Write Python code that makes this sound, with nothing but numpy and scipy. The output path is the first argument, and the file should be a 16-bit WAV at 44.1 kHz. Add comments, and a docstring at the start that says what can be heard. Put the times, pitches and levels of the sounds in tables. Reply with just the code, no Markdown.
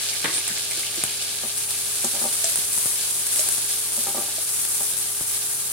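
"""In a small kitchen, close above a pan, sliced onions sizzle in hot oil: countless tiny steam bubbles
burst, and now and then a drop of water spits. A steel ladle rattles as it is picked up from the stove,
then stirs, knocking and scraping the pan so that the metal rings. Stirring spreads the wet onion
over the hot metal and lifts the fizz. Behind it all are a low motor hum and two faint higher tones."""
import sys
import numpy as np
from scipy import signal
from scipy.fft import rfft, irfft, next_fast_len
from scipy.io import wavfile
from scipy.ndimage import map_coordinates

SR = 44100
rng = np.random.default_rng(int(sys.argv[2]) if len(sys.argv) > 2 else 0)


def file_out(sig):
    """Save sig as 16-bit WAV at sys.argv[1]."""
    # one column per channel
    cols = np.atleast_2d(sig).T
    # limit, then scale
    lim = np.clip(cols, -1, 1)
    pcm = np.round(lim * 32767).astype(np.int16)
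    wavfile.write(sys.argv[1], SR, pcm)


N = 252249
TIME = np.arange(N) / SR
STIR_S, SPREAD_S = 1.39, 0.92  # when stirring starts, how long spreading the onion takes


# Fizz of the thin oil film: (frequency [Hz], level [dB per Hz])
FIZZ_TONE = [(60, -48), (300, -26), (1000, -21), (2000, -20.5), (3000, -19), (4300, -16), (6000, -10.5),
             (7200, -7.5), (8500, -3), (9600, -0.5), (10700, -4.5), (12200, -13), (13800, -14),
             (15700, -21.5)]
# The finest spray: (frequency [Hz], level [dB per Hz])
MIST_TONE = [(5000, -41), (9000, -3), (12000, 0), (14000, -8), (16000, -4.5)]
# Frying under the onion heap: (frequency [Hz], level [dB per Hz])
FRYING_TONE = [(60, -35), (300, -16), (700, -5), (1050, -28), (1650, 0), (1950, -13.5), (2280, -1),
               (2700, -0.5), (3400, 4), (4500, 5.5), (6200, 1.5), (7400, 3), (9300, -7.5), (12000, -42),
               (16000, -26)]
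def sizzle():
    """Wet onion fizzes on bare hot metal, brighter as it grows; coarser frying goes on under the heap."""
    fizz_surge_db, fry_surge_db = surges()
    cooling_db = 0.96 * np.maximum(TIME - STIR_S - SPREAD_S, 0)  # the metal slowly cools
    drying_db = 1.78 * TIME  # the surface water boils off
    lift_db = 5.5 * onion_spread() - cooling_db + fizz_surge_db
    flutter_db = 0.94 * wobble(45) + 0.11 * wobble(6.6)  # bubbles burst in small clusters
    fizz = unit(coloured(bursts(per_s=5000, wash=1.0), FIZZ_TONE))
    mist = unit(coloured(bursts(per_s=2000, wash=0.4), MIST_TONE))
    fry = unit(coloured(widen(bursts(per_s=2500, wash=1.0)), FRYING_TONE))
    fizz *= amp(lift_db) * balance(0.74)
    mist *= amp(-13.5 + 1.18 * lift_db + 1.1 * TIME) * balance(5.9)
    fry *= amp(-29.5 - drying_db + fry_surge_db + 1.38 * wobble(29.89)) * balance(-0.89)
    return amp(-29 + flutter_db) * (fizz + mist) + fry


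def bursts(per_s, wash):
    """Bubbles click at random, mostly tiny and a few large, over a hiss of countless smaller ones."""
    when, size, side, lag = rng.random((int(per_s * N / SR), 4)).T
    gain = amp(3 * np.minimum(-np.log(1 - size), 5.4))
    at = (when * (N - 8)).astype(int)
    left = np.bincount(at + 4, gain * np.cos(side * np.pi / 2), N)
    right = np.bincount(at + (lag * 9).astype(int), gain * np.sin(side * np.pi / 2), N)
    clicks = np.array([left, right])
    return unit(clicks - clicks.mean()) + wash * rng.standard_normal((2, N))


# Pushes of the ladle: (time [s], length [s], fizz change [dB], frying change [dB])
PUSHES = [(1.52, 0.096, 2.5, -4), (2.01, 0.19, -0.5, 2), (2.395, 0.078, 0.5, 4.5), (2.69, 0.17, 1.5, -1.5),
          (2.94, 0.086, -1, 4.5), (3.3, 0.17, 2.5, 3), (3.593, 0.12, 0, 4.5), (3.953, 0.091, 0, 3),
          (4.2, 0.17, -2, 3), (4.47, 0.38, 2, 0), (4.857, 0.072, -0.1, 5), (5.28, 0.099, 0.4, 5)]
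def surges():
    """Pushing wet onion onto bare metal, or lifting it off, briefly shifts the fizz and frying (dB)."""
    out = np.zeros((2, N))
    for start, length, fizz_db, fry_db in PUSHES:
        rise = np.clip((TIME - start) / 0.06, 0, 1)
        release = np.exp(-np.maximum(TIME - start - length, 0) / 0.085)
        out += np.outer([fizz_db, fry_db], rise * release)
    return out


def onion_spread():
    """How far the heap has been spread over the pan, from 0 to 1."""
    return np.clip((TIME - STIR_S) / SPREAD_S, 0, 1)


def bubbling():
    """Larger bubbles in the pooled oil ring briefly as they open; stirring thins them out."""
    t = np.arange(SR // 80) / SR
    per_s, low_hz, high_hz = 1100, 2100, 4900
    when, pitch, size, side, skew = rng.random((5, int(per_s * N / SR), 1))
    hz = low_hz * (high_hz / low_hz) ** pitch
    strength = amp(3.6 * np.minimum(-np.log(1 - size), 4.0))
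    shape = strength * fade(t, 15 / hz) * (1 - fade(t, 0.0016))
    at = ((when * N).astype(int) + np.arange(len(t))).ravel()
    left = np.cos(side * np.pi / 2) * shape * np.sin(2 * np.pi * hz * t)
    right = np.sin(side * np.pi / 2) * shape * np.sin(2 * np.pi * hz * t + 5 * (skew - .5))
    crowd = np.array([np.bincount(at, ear.ravel(), N)[:N] for ear in (left, right)])
    return unit(crowd) * amp(-39 - 2 * TIME - 1.5 * onion_spread())


# The main spitting drops: (time [s], snap level [dB], puff level [dB], left over right [dB])
DROPS = [(.478, -11.5, -53, 0), (.711, -13.5, -50, -3), (0.795, -14, -50, 0), (1.0379, -3.5, -15, 0.5),
         (1.579, -14, -50, 0), (2.387, -22, -50, 0), (2.416, -23, -50, 0), (2.558, -5.5, -54, -2.5),
         (2.5879, -16, -23, -6), (2.778, -13, -43, 5), (2.8581, -15, -21, 17), (3.3601, -10, -52, 5),
         (3.488, -6, -50, 3), (3.5243, -9, -48, 3), (3.581, -24, -26, 0), (3.9657, -10.5, -52, -1),
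         (5.21, -24, -21.5, -12)]
def spits():
    """A water drop flashes to steam: a bright snap, a short spray and one low puff of air."""
    t = np.arange(SR // 20) / SR
    puff_age = t / 0.0011
    puff = (1 - puff_age) * np.exp(-puff_age) * (1 - fade(t, 0.00023))
    out = np.zeros((2, N))
    for start, snap_db, puff_db, side_db in [*DROPS, *small_drops()]:
        hz = 9350 * np.exp(0.022 * rng.standard_normal((2, 1)))
        snap = fade(t, 0.0048) * np.sin(2 * np.pi * hz * t + rng.random((2, 1)))  # the bubble opens
        snap += 0.34 * fade(t, 0.0028) * rng.standard_normal((2, len(t)))  # its skin tears
        add(out, start, amp(snap_db) * (snap + 0.55 * spray(t)) * balance(side_db) + amp(puff_db) * puff)
    return low_cut(out, hz=83)


def small_drops(per_s=3):
    """Lesser drops spit at random, a little softer before the stirring; gives rows like DROPS."""
    for when, *chances in rng.random((int(per_s * N / SR), 4)):
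        snap, puff, side = 2 * np.array(chances) - 1
        snap_db = -16 + onion_spread()[int(when * N)] + 2 * snap
        yield when * (N - 1) / SR, snap_db, -47 + 2 * puff, 7 * side


# The spray of a drop: (frequency [Hz], level [dB per Hz])
SPRAY_TONE = [(60, -37), (300, -7.5), (1200, -11.5), (3500, -15), (5500, -31), (7500, 2.5), (9300, -3),
              (10700, 6.5), (12500, -17), (16000, -56)]
def spray(t):
    """A bursting drop throws out a short hiss of spray."""
    hiss = coloured(rng.standard_normal((2, len(t))) * fade(t, 0.031), SPRAY_TONE)
    return hiss / np.abs(hiss).max()


# The largest bubbles in the pooled oil: (time [s], level [dB], pitch [Hz])
BIG_BUBBLES = [(0.7114, -25, 2300), (.833, -25, 2440), (.867, -23.5, 3000), (1.08, -26, 2770)]
def pops():
    """A large bubble opens and sets off its neighbours: a quick crackle of short, weaker rings."""
    t = np.arange(SR // 40) / SR
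    gap_s, loss_db, pitch_spread = 0.0077, 3, 1.14
    shape = fade(t, 0.019) * (1 - fade(t, 0.0008))
    out = np.zeros((2, N))
    for start, db, hz in BIG_BUBBLES:
        for k, (delay, pitch) in enumerate(rng.random((5, 2))):
            tone = np.sin(2 * np.pi * hz * pitch_spread ** (2 * pitch - 1) * t)
            add(out, start + k * delay * gap_s, amp(db - k * loss_db) * shape * tone)
    return out


# Ladle strokes on the pan: (time [s], level [dB], length [s], trail-off time [s],
# pitch favoured on landing [Hz], pitch favoured once settled [Hz])
LADLE_STROKES = [(1.436, -39, 0.017, .05, 560, 340), (2.043, -32.5, 0.016, 0.083, 640, 205),
                 (2.135, -42.5, 0.097, 0.054, 560, 600), (2.216, -37, .008, 0.044, 580, 660),
                 (2.241, -33, 0.021, .06, 760, 700), (3.464, -44, 0.0043, .032, 1300, 1200),
                 (3.977, -40.5, .018, 0.12, 600, 267), (4.067, -35, 0.017, 0.11, 900, 480),
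                 (4.147, -34.5, 0.033, .07, 680, 736), (4.176, -36, 0.019, .08, 360, 423),
                 (4.203, -40.5, .03, 0.15, 760, 680), (4.283, -44, .005, .037, 700, 750),
                 (4.806, -39.5, 0.0055, 0.041, 840, 1200)]
def strokes():
    """The ladle lands and judders over the pan in uneven slips; the ring shifts as it moves."""
    t = np.arange(SR // 3) / SR
    slips_per_s, settle_s = 1700, 0.0096
    settled = np.clip(t / settle_s, 0, 1) * np.pi / 2
    out = np.zeros((2, N))
    for start, db, length, trail, land_hz, settle_hz in LADLE_STROKES:
        slips = (rng.random(len(t)) < slips_per_s / SR) * rng.standard_normal(len(t))
        slips *= fade(np.maximum(t - length, 0), trail)
        slips[0] = 3.1  # the landing blow
        landing = pressed_pan(slips * np.cos(settled), land_hz)
        settling = pressed_pan(slips * np.sin(settled), settle_hz)
        scrape = low_cut(landing + settling, hz=183)
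        sounding_s = length + trail / np.log(1e6) + 0.015
        strength = np.sqrt(np.sum(scrape ** 2) / (2 * SR * sounding_s))
        add(out, start, amp(db) * scrape / strength)
    return out


# The full pan's own notes: (pitch [Hz], level [dB], free ring time [s])
PAN_NOTES = [(238, 7.5, .085), (377, 1.5, .07), (600, 4, .06), (665, 3.5, .05), (797, 5.5, .055),
             (900, 3, .04), (1180, 5, .035), (1620, 1, .027)]
def pressed_pan(slips, spot_hz):
    """The ladle's pressure shortens the pan's notes and pulls each a little off pitch."""
    notes = [(hz * np.exp(0.0092 * rng.normal()), db, 0.89 * ring_s)
             for hz, db, ring_s in favour(PAN_NOTES, spot_hz, octaves=1.0)]
    return convolve(slips[None], unit(ring(notes, vary_db=-1.0)))


def pan_shiver():
    """The frying keeps the pan's own notes faintly ringing."""
    notes = ring(favour(PAN_NOTES, 1300, octaves=0.5), vary_db=1.5)
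    return amp(-54) * unit(convolve(widen(rng.standard_normal((2, N))), notes))


# The ladle's handle: (pitch [times the lowest], level [dB], ring time [share of the lowest note's])
HANDLE_NOTES = [(1, -.5, 1), (2.2, -9, .1), (3.5, -9, .15), (4.97, -12, .4)]
# The ladle's bowl: (pitch [Hz], level [dB], ring time [s])
BOWL_NOTES = [(5400, 2, .06), (5950, 3, .13), (6520, 0, .06), (7510, 5, .15), (7700, -4, .15),
              (8340, 3, .08), (8980, 1, .12), (9440, 1, .12), (11130, 5, .06)]
# The scuff of a tap: (frequency [Hz], level [dB per Hz])
SCUFF_TONE = [(500, -11), (1500, -1), (3800, -5), (6000, 11), (9500, 0), (13000, -12)]
# Ladle taps: (time [s], handle level [dB], handle ring time [s], handle pitch [Hz],
# scuff level [dB], bowl level [dB], pitch favoured in the bowl [Hz])
LADLE_TAPS = [(2.045, -55, .03, 650, -20, -29, 8500), (2.4425, -27, .3, 662, -15.5, -26, 8500),
              (3.3928, -27, .07, 625, -17, -22.5, 7400), (4.3825, -30, .09, 655, -33, -48, 7000)]
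def taps():
    """A clean tap scuffs the pan, and rings the ladle's long handle low and its bowl high."""
    t = np.arange(SR // 3) / SR
    grip = fade(np.maximum(t - 0.057, 0), 0.12)  # the handle rings freely, then the hand damps it
    out = np.zeros((2, N))
    for start, handle_db, ring_s, handle_hz, scuff_db, bowl_db, spot_hz in LADLE_TAPS:
        notes = [(ratio * handle_hz, db, share * ring_s) for ratio, db, share in HANDLE_NOTES]
        handle = ring(notes, vary_db=-0.5) * grip
        bowl = ring(favour(BOWL_NOTES, spot_hz, octaves=0.3), vary_db=2)
        scuff = coloured(rng.standard_normal((2, len(t))) * fade(t, 0.024), SCUFF_TONE)
        add(out, start, amp(handle_db) * handle + amp(scuff_db) * scuff + amp(bowl_db) * bowl)
    return low_cut(out, hz=262)


# The ladle's rim sliding on metal: (time [s], length [s], level [dB], pitch [Hz], band width [Hz])
RIM_SLIDES = [(0.325, .055, -25, 8750, 1600), (0.356, 0.051, -24, 9300, 850),
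              (0.479, 0.055, -36.5, 1750, 500), (3.382, 0.031, -40, 6900, 3000)]
def slides():
    """Steel drags over steel: the rubbing swells and fades as a narrow, high zing."""
    out = np.zeros((2, N))
    for start, length, db, centre_hz, width_hz in RIM_SLIDES:
        rubbing = rng.standard_normal((2, N))
        zing = unit(filtered(rubbing, lambda hz: 1 / (1 + (2 * (hz - centre_hz) / width_hz) ** 2)))
        out += amp(db) * zing * np.sin(np.pi * np.clip((TIME - start) / length, 0, 1))
    return out


# The stove top's notes: (pitch [Hz], level [dB], ring time [s])
STOVE_NOTES = [(165, 1, .05), (320, -1, .09), (360, -5, .22), (450, -3, .07), (600, -11, .04),
               (910, -7, .1), (1100, -2, .05), (1244, -2, .06), (1480, -3, .05), (1650, -4, .05),
               (1980, 2.5, .055), (2390, -6, .04), (3235, -6, .04), (3740, -3, .04)]
# The crack of each bounce: (frequency [Hz], level [dB per Hz])
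CRACK_TONE = [(150, 12), (450, 16), (750, 4), (1300, 9), (2100, 16), (2800, 7.5), (3700, 15), (5500, -5),
              (16000, -38)]
# Bounces on the stove: (time [s], relative level [dB], pitch favoured by the spot touched [Hz])
BOUNCES = [(0.2445, -15.5, 2100), (0.2485, -25, 240), (0.2554, -18, 1400), (0.278, -28, 380),
           (.294, -28, 1200), (.33, -34, 1600), (.357, -32, 340), (.379, -32, 900)]
def rattle():
    """The ladle bounces as it is picked up: each contact cracks and rings the stove's metal sheet."""
    t = np.arange(SR // 3) / SR
    out = np.zeros((2, N))
    for start, db, spot_hz in BOUNCES:
        crack = coloured(widen(rng.standard_normal((2, len(t)))) * fade(t, 0.048), CRACK_TONE)
        sheet = ring(favour(STOVE_NOTES, spot_hz, octaves=1.3), vary_db=1.5)
        add(out, start, amp(db - 8.5) * (1.16 * sheet + crack))
    return low_cut(out, hz=108)


# The notes in a thud: (pitch [times the thud's pitch], level [dB])
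THUD_NOTES = [(.72, -6), (1, -1), (1.4, -9.5)]
# Light bumps, and the thump under two spitting drops: (time [s], level [dB], pitch [Hz], ring time [s])
SOFT_THUDS = [(.503, -29, 211, .08), (0.77, -29, 344, 0.053), (.975, -25, 340, 0.061),
              (1.0377, -23, 220, 0.033), (5.211, -31, 95, .035)]
def thuds():
    """A soft thud starts gently and holds only a few low notes that die quickly."""
    rise = 1 - fade(np.arange(SR // 3) / SR, 0.025)
    out = np.zeros((2, N))
    for start, db, hz, ring_s in SOFT_THUDS:
        thud = ring([(ratio * hz, level, ring_s) for ratio, level in THUD_NOTES], vary_db=0)
        add(out, start, amp(db) * thud * rise)
    return out


# The kitchen's echo: (frequency [Hz], ring time [s])
ECHO_TIMES = [(150, 0.064), (2000, 0.31), (12000, 0.098)]
def kitchen_echo(x):
    """The small room answers with a short wash of echoes, different at each ear."""
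    hz, t, bands = signal.stft(rng.standard_normal((2, SR // 3)), SR, nperseg=256)
    tail = signal.istft(bands * fade(t, along(ECHO_TIMES, hz)[:, None]), SR, nperseg=256)[1]
    tail = np.pad(tail, ((0, 0), (SR // 250, 0)))  # arrives 4 ms late
    return convolve(x, tail / np.linalg.norm(tail[0]))


# Steady background tones: (pitch [Hz], level [dB])
STEADY_TONES = [(102.8, -55), (413.3, -53.5), (890, -62), (1190, -62)]
def background_tones():
    """A low motor hum (103 and 413 Hz) and two faint higher ringing tones, all wavering slightly."""
    tones = np.zeros(N)
    for hz, db in STEADY_TONES:
        peak = amp(db + 0.7 * wobble(7)) * np.sqrt(2)
        tones += peak * np.sin(2 * np.pi * hz * TIME + 0.9 * wobble(9))
    return tones * balance(0.93)


# The kitchen air: (frequency [Hz], level [dB per Hz])
AIR_TONE = [(20, -38), (45, -48), (78, 0.5), (105, -10), (135, 2.5), (200, -4.5), (300, -2.5), (400, -9),
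            (520, -17), (800, -4.5), (1050, -11), (1450, -4), (3000, -15.5)]
def room_air():
    """A low, steady rush of air fills the kitchen."""
    rush = widen(rng.standard_normal((2, N)))
    return amp(-46.5) * unit(filtered(rush, lambda hz: amp(along(AIR_TONE, hz))))


# How alike the two ears hear a sound: (frequency [Hz], likeness [1 = the same, 0 = unrelated])
EAR_LIKENESS = [(60, 0.7), (300, 0.77), (700, 0.97), (1400, 0.52), (3000, 0.26), (6000, -0.23), (15000, 0)]
def widen(pair):
    """Share two unrelated signals between left and right: bass alike, treble apart."""
    def shares(hz):
        turn = np.arccos(np.clip(along(EAR_LIKENESS, hz), -1, 1)) / 2
        return np.array([np.cos(turn), np.sin(turn)])
    mid, side = filtered(pair, shares)
    return np.array([mid + side, mid - side])


def ring(notes, vary_db):
    """One blow rings an object's notes; higher ones reach the two ears more out of step."""
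    t = np.arange(SR // 3) / SR
    out = np.zeros((2, len(t)))
    for hz, db, ring_s in notes:
        skew = rng.normal() * min(hz / 2500, 2) * np.array([[1], [-1]])
        out += amp(db + vary_db * rng.normal()) * fade(t, ring_s) * np.sin(2 * np.pi * hz * t + skew)
    return out


def favour(notes, centre_hz, octaves):
    """The spot that is touched decides which notes take most of the blow."""
    return [(hz, db - 20 * np.log10(1 + (np.log2(hz / centre_hz) / octaves) ** 2), ring_s)
            for hz, db, ring_s in notes]


def low_cut(x, hz):
    """Small metal bodies give off little bass."""
    return signal.sosfilt(signal.butter(4, hz, "highpass", fs=SR, output="sos"), x)


def coloured(x, tone, size=2048):
    """Shape x with a tone table; the filter rings only after a click, so its front stays sharp."""
    cepstrum = irfft(np.log(amp(along(tone, np.fft.rfftfreq(size, 1 / SR)))))
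    fold = 1 + np.sign(size // 2 - np.arange(size))  # moves early ringing to after the click
    fold[0] = 1
    return convolve(x, irfft(np.exp(rfft(cepstrum * fold)))[None])


def filtered(x, response):
    """Scale each frequency in x by response(hz)."""
    n = x.shape[-1]
    padded = next_fast_len(n + SR // 4)
    return irfft(rfft(x, padded) * response(np.fft.rfftfreq(padded, 1 / SR)), padded)[..., :n]


def convolve(x, tail):
    """Let every sample of x set off a copy of tail."""
    return signal.fftconvolve(x, tail, axes=1)[:, :x.shape[1]]


def along(points, hz):
    """Read between the rows of a (frequency, value) table, on a musical (log) scale."""
    frequencies, values = np.transpose(points)
    return np.interp(np.log(hz + 1), np.log(frequencies + 1), values)


def wobble(per_s):
    """A smooth curve through per_s random values a second."""
    return map_coordinates(rng.standard_normal(int(N * per_s / SR) + 4), [TIME * per_s])


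def fade(t, ring_s):
    """Die away by 60 dB in the ring time."""
    return np.exp(-np.log(1000) * t / ring_s)


def amp(db):
    """Turn decibels into a gain."""
    return 10 ** (np.asarray(db) / 20)


def unit(x):
    """Scale to an average (rms) level of 1."""
    return x / np.sqrt(np.mean(x ** 2) + 1e-20)


def balance(db):
    """Gains that make the left db louder than the right."""
    return amp([[db / 2], [-db / 2]])


def add(out, start, sound):
    """Mix a sound in at start seconds."""
    part = out[:, round(start * SR):][:, :sound.shape[-1]]
    part += sound[..., :part.shape[1]]


def scene():
    """The pan, the ladle and the room around them; only the short sounds echo."""
    hits = spits() + pops() + strokes() + taps() + slides() + rattle() + thuds()
    frying = sizzle() + bubbling() + pan_shiver()
    return frying + hits + amp(-7.5) * kitchen_echo(hits) + background_tones() + room_air()


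def record(dry):
    """Cut off the very highest treble."""
    return filtered(dry, lambda hz: hz < 15850)


dry = scene()
out = record(dry)
file_out(out)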